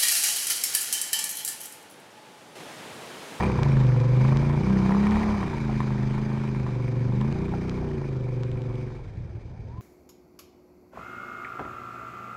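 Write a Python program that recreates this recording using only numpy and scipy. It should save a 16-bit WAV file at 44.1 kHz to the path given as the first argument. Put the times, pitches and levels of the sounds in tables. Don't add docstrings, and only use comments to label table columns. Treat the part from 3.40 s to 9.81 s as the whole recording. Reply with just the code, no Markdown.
import sys
import numpy as np
from scipy import signal
from scipy.fft import rfft, irfft
from scipy.io import wavfile
from scipy.ndimage import uniform_filter1d

SR = 44100
rng = np.random.default_rng(int(sys.argv[2]) if len(sys.argv) > 2 else 0)


def attenuation_scalar(level_db):
    decades = np.asarray(level_db, float) / 20
    return 10 ** decades


def pcm_store(signal):
    levels = np.round(np.clip(np.atleast_2d(signal), -1, 1) * 32767)
    wavfile.write(sys.argv[1], SR, levels.astype(np.int16).T)


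N = 282681

# start_s, firing_rate_hz
FIRING_RATE = [(0, 35.6), (.27, 27.6), (.58, 23.6), (1.02, 28.1), (1.17, 28.8), (1.29, 32.8), (1.42, 31.6),
               (1.79, 36.4), (1.94, 34.3), (2.18, 27.3), (2.56, 25.7), (3.0, 26.9), (3.46, 23.9),
               (3.72, 24.5), (4.0, 30.1), (4.38, 31.5), (4.8, 24.9), (5.52, 23)]
# start_s, exhaust_pulse_db, gas_flow_db, chamber_load_db
EFFORT = [(0, -27.5, -38.5, -2), (.12, -25, -43.5, -2.5), (.38, -20, -43.5, 0.5), (.65, -23, -46.5, -4),
          (.85, -19.5, -43.5, 0), (1.2, -23, -45, 1), (1.45, -23, -43, 3.5), (1.8, -33, -41, 3),
          (2.1, -34.5, -45, 4), (2.3, -26.5, -46.5, 4.5), (3.2, -28, -48.5, 3), (3.5, -26, -50.5, -0.5),
          (3.78, -23, -49.5, 3), (4.35, -31, -50, -0.5), (4.95, -28, -54.5, -3), (5.45, -30.5, -54, -2),
          (5.68, -31, -60, -5.5), (6.41, -42, -64, 0)]
# multiple_of_firing_rate, level_db
CYCLE_HARMONICS = [(1, 10), (2, 11.5), (3, 14), (4, -2.5), (5, 7), (6, 4.5), (7, -11), (8, 1.5), (9, -7),
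                   (10, 7), (11, 9.5), (12, 6), (13, 10), (14, 0.5), (15, 5.5), (16, 5), (17, -10),
                   (18, -1.5), (19, -1.5), (20, 3.5), (21, 6), (22, 10.5), (23, -20), (24, -11.5)]
# (pitch_hz, width_hz, level_db)
CHAMBER_MODES = [
    (0.11, [(30.2, 13, -14.5), (61.8, 49.7, -0.5), (93.7, 38.6, -1.5)]),
    (-0.035, [(125.8, 35.7, 0)]),
    (0.96, [(206.6, 32, 0)]),
    (-0.0082, [(378, 54.7, 0)]),
    (-1.3, [(249.4, 15, 6), (290.1, 52, 11.5)]),
    (1, [(494.7, 35.7, 5.5), (576, 39, -9.5)]),
]
# level_over_pulse_db, pulse_swing_share, slope_db_per_hz,
# distance_loss_share, load_share
CHAMBER_RESPONSE = [(-9, 0.26, 1.35, 0.57, -0.25), (-0.5, 0.93, -0.18, 0.56, -0.2),
                    (-7, 0.97, 1.35, 0.0035, 1.47), (-11, 0.2, 0.47, -0.15, -0.39),
                    (-13, 0.12, 0.67, 0.16, 0.43), (-20.5, 0.93, 0.5, 0.21, -1.44)]
# multiple_of_firing_rate, level_db, slope_db_per_hz, distance_loss_share
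PIPE_HARMONICS = [(5, -33.5, 1.16, 0.33), (8, -34, 0.37, 0.25), (3, -40.5, -0.5, .2), (13, -46, 1.6, 0.22),
                  (6, -40, -0.9, .2)]
# pitch_hz, level_db_per_hz
HISS_SPECTRUM = [(1150, -14.5), (1400, -3), (1750, -2), (2050, -8.5), (2330, 2.5), (2500, -15),
                 (2700, -15.5), (3000, -8), (3400, -13.5), (3700, -10), (4000, -6.5), (4600, -17.5),
                 (5100, -1.5), (5900, -21)]
# pitch_hz, level_db, t60_s
RACK_MODES = [(904, -2, 0.012), (1000, -2, 0.011), (1280, -5.5, 0.0044), (1855, -8.5, 0.0098),
              (2360, -12, 0.015)]
# start_s, level_db, pitch_hz
KNOCK_EVENTS = [(0.05, -23, 1000), (0.092, -38, 855), (0.25, -35, 940), (0.365, -33, 900),
                (0.404, -27, 991), (0.609, -34, 977), (0.851, -27, 934), (0.961, -25.5, 1040),
                (1.098, -24, 1000), (1.175, -27, 895), (1.362, -26, 820), (1.461, -20.5, 970),
                (1.493, -22, 990), (1.668, -23, 1040), (1.944, -25.5, 994), (2.029, -19.5, 1070),
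                (2.132, -24.5, 930), (2.296, -24.5, 746), (2.404, -18, 1040), (2.759, -31, 853),
                (3.042, -33, 930), (3.148, -29, 990), (3.265, -25.5, 1040), (3.815, -25, 1000),
                (3.962, -32, 830), (4.138, -23, 800), (4.424, -31.5, 700), (4.619, -45, 895),
                (4.868, -36, 735), (5.156, -41, 1000)]
# start_s, level_db
IDLE_FIRINGS = [(5.666, -28), (5.773, -25), (5.805, -23), (5.847, -28), (5.901, -27.5), (5.95, -24.5),
                (6.051, -31), (6.109, -33), (6.133, -27), (6.192, -28.5), (6.25, -28.5), (6.282, -27),
                (6.335, -31), (6.381, -27)]
# start_s, level_db
TICK_EVENTS = [(0.4685, -33), (0.6, -40.5), (0.6909, -46), (0.7705, -36.5), (0.9718, -42), (1.1404, -47),
               (1.2074, -39), (2.2316, -47), (2.5283, -42), (2.7227, -42), (2.8146, -40), (3.307, -42),
               (3.6696, -46), (3.8123, -30), (3.9251, -39), (4.0936, -43), (4.2967, -35), (4.3716, -46),
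               (4.4895, -40), (4.8096, -47), (5.0336, -54.5), (5.116, -35), (5.2192, -37), (5.3555, -39)]
# start_s, pitch_hz, level_db
BELT_WHINE = [
    (6.26, 860, -60),
    (6.29, 905, -56),
    (6.33, 960, -55),
    (6.37, 1000, -55),
    (6.41, 1040, -54),
]
# pitch_hz, level_db_per_hz
RUMBLE_SPECTRUM = [(18, -2), (30, -4.5), (60, -2), (110, -3), (190, -8.5), (250, -15), (400, -15),
                   (600, -22.5), (900, -28)]
# start_s, level_db
STRAY_SAMPLES = [
    (0.2314, -27),
    (0.601, -38),
    (0.9702, -30.5),
    (1.718, -34.5),
    (2.816, -48),
    (3.925, -40),
    (4.2946, -33.5),
    (5.0335, -38),
    (5.7718, -60),
]

MID_RATE_HZ = 28
SHUT_S = 5.7


def rms_one(x):
    return x / np.sqrt(np.mean(x ** 2) + 1e-20)


def in_time(rows):
    s, *columns = np.transpose(rows)
    return [np.interp(np.arange(N) / SR, s, column) for column in columns]


def evened(x, window_s, share):
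    x = rms_one(x)
    power = uniform_filter1d(x ** 2, int(window_s * SR)) + 1e-12
    return x / power ** (np.clip(share, 0, 1) / 2)


def drift(rate_hz):
    r = np.exp(-80 * np.pi * rate_hz / SR)
    white = rng.standard_normal(N // 40 + 2002)
    slow = signal.lfilter([1], [1, -2 * r, r * r], white)[2000:]
    return np.interp(np.arange(N) / 40, np.arange(len(slow)), rms_one(slow))


def resonate(x, hz, width_hz):
    r = np.exp(-np.pi * width_hz / SR)
    poles = [1, -2 * r * np.cos(2 * np.pi * hz / SR), r * r]
    return signal.lfilter([(1 - r * r) / 2, 0, (r * r - 1) / 2], poles, x)


def ring(clicks, hz, t60_s):
    r = attenuation_scalar(-60 / (t60_s * SR))
    w = 2 * np.pi * hz / SR
    return signal.lfilter([0, np.sin(w)], [1, -2 * r * np.cos(w), r * r], clicks + 1e-18)


def coloured(spectrum, patchy_db):
    hz_at, db_at = np.transpose(spectrum)
    edges = np.geomspace(hz_at[0], hz_at[-1], int(6 * np.log2(hz_at[-1] / hz_at[0])))
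    white = rng.standard_normal((2, N))
    out = 0
    for k, (low, high) in enumerate(zip(edges, edges[1:])):
        bandpass = signal.butter(2, [low, high], "band", fs=SR, output="sos")
        band = signal.sosfilt(bandpass, white[k % 2])
        band_db = np.interp(np.log(low * high) / 2, np.log(hz_at), db_at)
        out = out + band * attenuation_scalar(band_db + patchy_db * drift(10.3))
    return rms_one(out)


def sudden(harmonic_db):
    suddenness = 0.25
    tail_db = harmonic_db[-1] - np.arange(1, 9) * 3
    cepstrum = irfft(np.log(attenuation_scalar(np.r_[harmonic_db[0], harmonic_db, tail_db])))
    half = len(cepstrum) // 2
    cepstrum[1:half] *= 2
    cepstrum[half + 1:] = 0
    return suddenness * rfft(cepstrum).imag[1:len(harmonic_db) + 1]


def exhaust(turns, levels_db, rough):
    turns = turns + 0.043 * rough * drift(24)
    lags = sudden(np.array(CYCLE_HARMONICS)[:, 1])
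    pulses = 0
    for (k, db), lag in zip(CYCLE_HARMONICS, lags):
        pulses = pulses + attenuation_scalar(db) * np.cos(2 * np.pi * k * turns + lag)
    strength_db = 3.9 * rough * rng.standard_normal(400)[turns.astype(int).clip(0)]
    pulses = pulses * attenuation_scalar(uniform_filter1d(strength_db, size=300))
    out = 0
    for (share_db, modes), db in zip(CHAMBER_MODES, levels_db):
        voice = 0
        for hz, width_hz, mode_db in modes:
            once = resonate(pulses, hz, 0.89 * width_hz)
            voice = voice + attenuation_scalar(mode_db) * resonate(once, hz, 0.89 * width_hz)
        out = out + attenuation_scalar(db + share_db) * evened(voice, window_s=.17, share=0.63)
    return out * np.clip((SHUT_S - np.arange(N) / SR) / 0.28, 0, 1)


def straight_pipe(turns, rate_hz, far_swing_db):
    clears_hz, chokes_hz, edge_hz = 27.8, 31.9, .3
    cleared = 1 / (1 + np.exp((clears_hz - rate_hz) / edge_hz))
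    unchoked = 1 / (1 + np.exp((rate_hz - chokes_hz) / edge_hz))
    out = 0
    for k, db, slope, far in PIPE_HARMONICS:
        level_db = db + slope * (rate_hz - MID_RATE_HZ) + far * far_swing_db
        out = out + attenuation_scalar(level_db) * np.cos(2 * np.pi * int(k) * turns)
    return cleared * unchoked * out


def gas_hiss(turns, hiss_db):
    puff = attenuation_scalar(np.cos(2 * np.pi * (turns - .15)) + 1.01 * drift(63))
    return attenuation_scalar(hiss_db) * rms_one(coloured(HISS_SPECTRUM, patchy_db=-1.5) * puff)


def blows(events, cycles, rise_cycles, partner, gain_db):
    out = np.zeros(N + SR)
    for s, db, hz in events:
        t = np.arange(int(3 * cycles / hz * SR)) / SR * hz
        shape = (1 - np.exp(-t / rise_cycles)) * np.exp(-3 * t / cycles)
        wave = np.sin(2 * np.pi * t) + 0.36 * np.sin(2 * np.pi * partner * t)
        start = int(s * SR)
        out[start:start + len(t)] += attenuation_scalar(db + gain_db) * shape * wave
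    return out[:N]


def idle():
    firings = [(s, db, 110.4) for s, db in IDLE_FIRINGS]
    return blows(firings, cycles=3.26, rise_cycles=0.86, partner=0.71, gain_db=7.5)


def belt():
    hz, db = in_time(BELT_WHINE)
    onset = np.clip((np.arange(N) / SR - BELT_WHINE[0][0]) / 0.033, 0, 1)
    level = attenuation_scalar(db + 3 + 2.5 * drift(30))
    phase = 2 * np.pi * np.cumsum(hz * (1 + .012 * drift(40))) / SR
    return onset * level * np.sin(phase)


def rattle(turns, rattle_db):
    sizes = attenuation_scalar(3.94 * np.minimum(rng.exponential(1, N), 5)) * rng.choice([-1, 1], N)
    clicks_per_s = 650 * attenuation_scalar(6.0 * np.cos(2 * np.pi * (turns - .15)))
    clicks = sizes * (rng.random(N) < clicks_per_s / SR)
    struck = rng.integers(0, len(RACK_MODES), N)
    rings = 0
    for k, (hz, db, t60_s) in enumerate(RACK_MODES):
        rings = rings + attenuation_scalar(db) * ring(clicks * (struck == k), hz, t60_s)
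    wash = coloured([(520, 2), (750, 4), (1000, 6), (1400, -4)], patchy_db=1.5)
    return attenuation_scalar(rattle_db - 4.5) * (rms_one(rings) + attenuation_scalar(-1.5) * wash)


def knocks():
    return blows(KNOCK_EVENTS, cycles=7.1, rise_cycles=0.19, partner=1.7, gain_db=1.5)


def thin_ticks():
    ticks = [(s, db, 3300) for s, db in TICK_EVENTS]
    return blows(ticks, cycles=2.5, rise_cycles=0.18, partner=1.6, gain_db=8.5)


def wheels(gas_swing_db):
    t = np.arange(N) / SR
    puddle_db = 21 * np.exp(-t / 0.058)
    level = attenuation_scalar(-37 + 0.31 * gas_swing_db + puddle_db)
    return level * coloured(RUMBLE_SPECTRUM, patchy_db=2.0)


def banks(x):
    dull = signal.lfilter([.2], [1, -.8], x)
    out = x
    for delay_s, db in [(.011, -7.5), (.027, -14), (.052, -29.5)]:
        out = out + attenuation_scalar(db) * np.concatenate([np.zeros(int(delay_s * SR)), dull])[:N]
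    return out


def scene():
    t = np.arange(N) / SR
    sag_hz = 14 * np.clip(t - FIRING_RATE[-1][0], 0, .3)
    rate_hz = uniform_filter1d(in_time(FIRING_RATE)[0] - sag_hz, size=2600)
    faster_hz = rate_hz - MID_RATE_HZ
    turns = np.cumsum(rate_hz) / SR
    accel_hz_per_s = uniform_filter1d(abs(np.gradient(rate_hz) * SR), size=4400)
    rough = .025 + .006 * accel_hz_per_s

    pulse_db, gas_db, load_db = in_time(EFFORT)
    pulse_swing_db = pulse_db - pulse_db.mean()
    gas_swing_db = gas_db - gas_db.mean()
    start_m, away_m_per_s = 6, 1.6
    far_db = -20 * np.log10(1 + away_m_per_s * t / start_m)
    far_swing_db = far_db - far_db.mean()
    levels_db = []
    for db, swing, slope, far, load in CHAMBER_RESPONSE:
        level_db = pulse_db.mean() + db + swing * pulse_swing_db + slope * faster_hz
        levels_db.append(level_db + far * far_swing_db + load * load_db)
    rattle_db = gas_db.mean() + 6 + 1.24 * gas_swing_db + 0.23 * faster_hz

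    engine = exhaust(turns, levels_db, rough) + straight_pipe(turns, rate_hz, far_swing_db)
    engine = engine + gas_hiss(turns, gas_db) + rattle(turns, rattle_db)
    hits = idle() + knocks() + thin_ticks()
    return (engine + banks(hits) + belt() + wheels(gas_swing_db))[None]


def roll_off(x):
    return signal.sosfilt(signal.butter(12, 15500, fs=SR, output="sos"), x)


def record(dry):
    sampling_hz, seam_first_s, seam_every_s = 11025, .2331, .36935
    step = SR // sampling_hz
    antialias = signal.cheby2(10, 50, 6600, fs=SR, output="sos")
    coarse = signal.sosfilt(antialias, dry[0])[::step]
    seams = (np.arange(seam_first_s, N / SR, seam_every_s) * sampling_hz).astype(int)
    for at in seams:
        coarse[at:at + 5] = coarse[at]
    for s, db in STRAY_SAMPLES:
        nearest = seams[np.argmin(abs(seams - s * sampling_hz))]
        coarse[nearest - 1] -= attenuation_scalar(db + 13.0)
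    joined = np.interp(np.arange(N) / step, np.arange(len(coarse)), coarse)
    rolloff = signal.butter(2, 11500, fs=SR, output="sos")
    mix = signal.sosfilt(rolloff, joined)[None]
    return roll_off(mix)


dry = scene()
out = record(dry)
pcm_store(out)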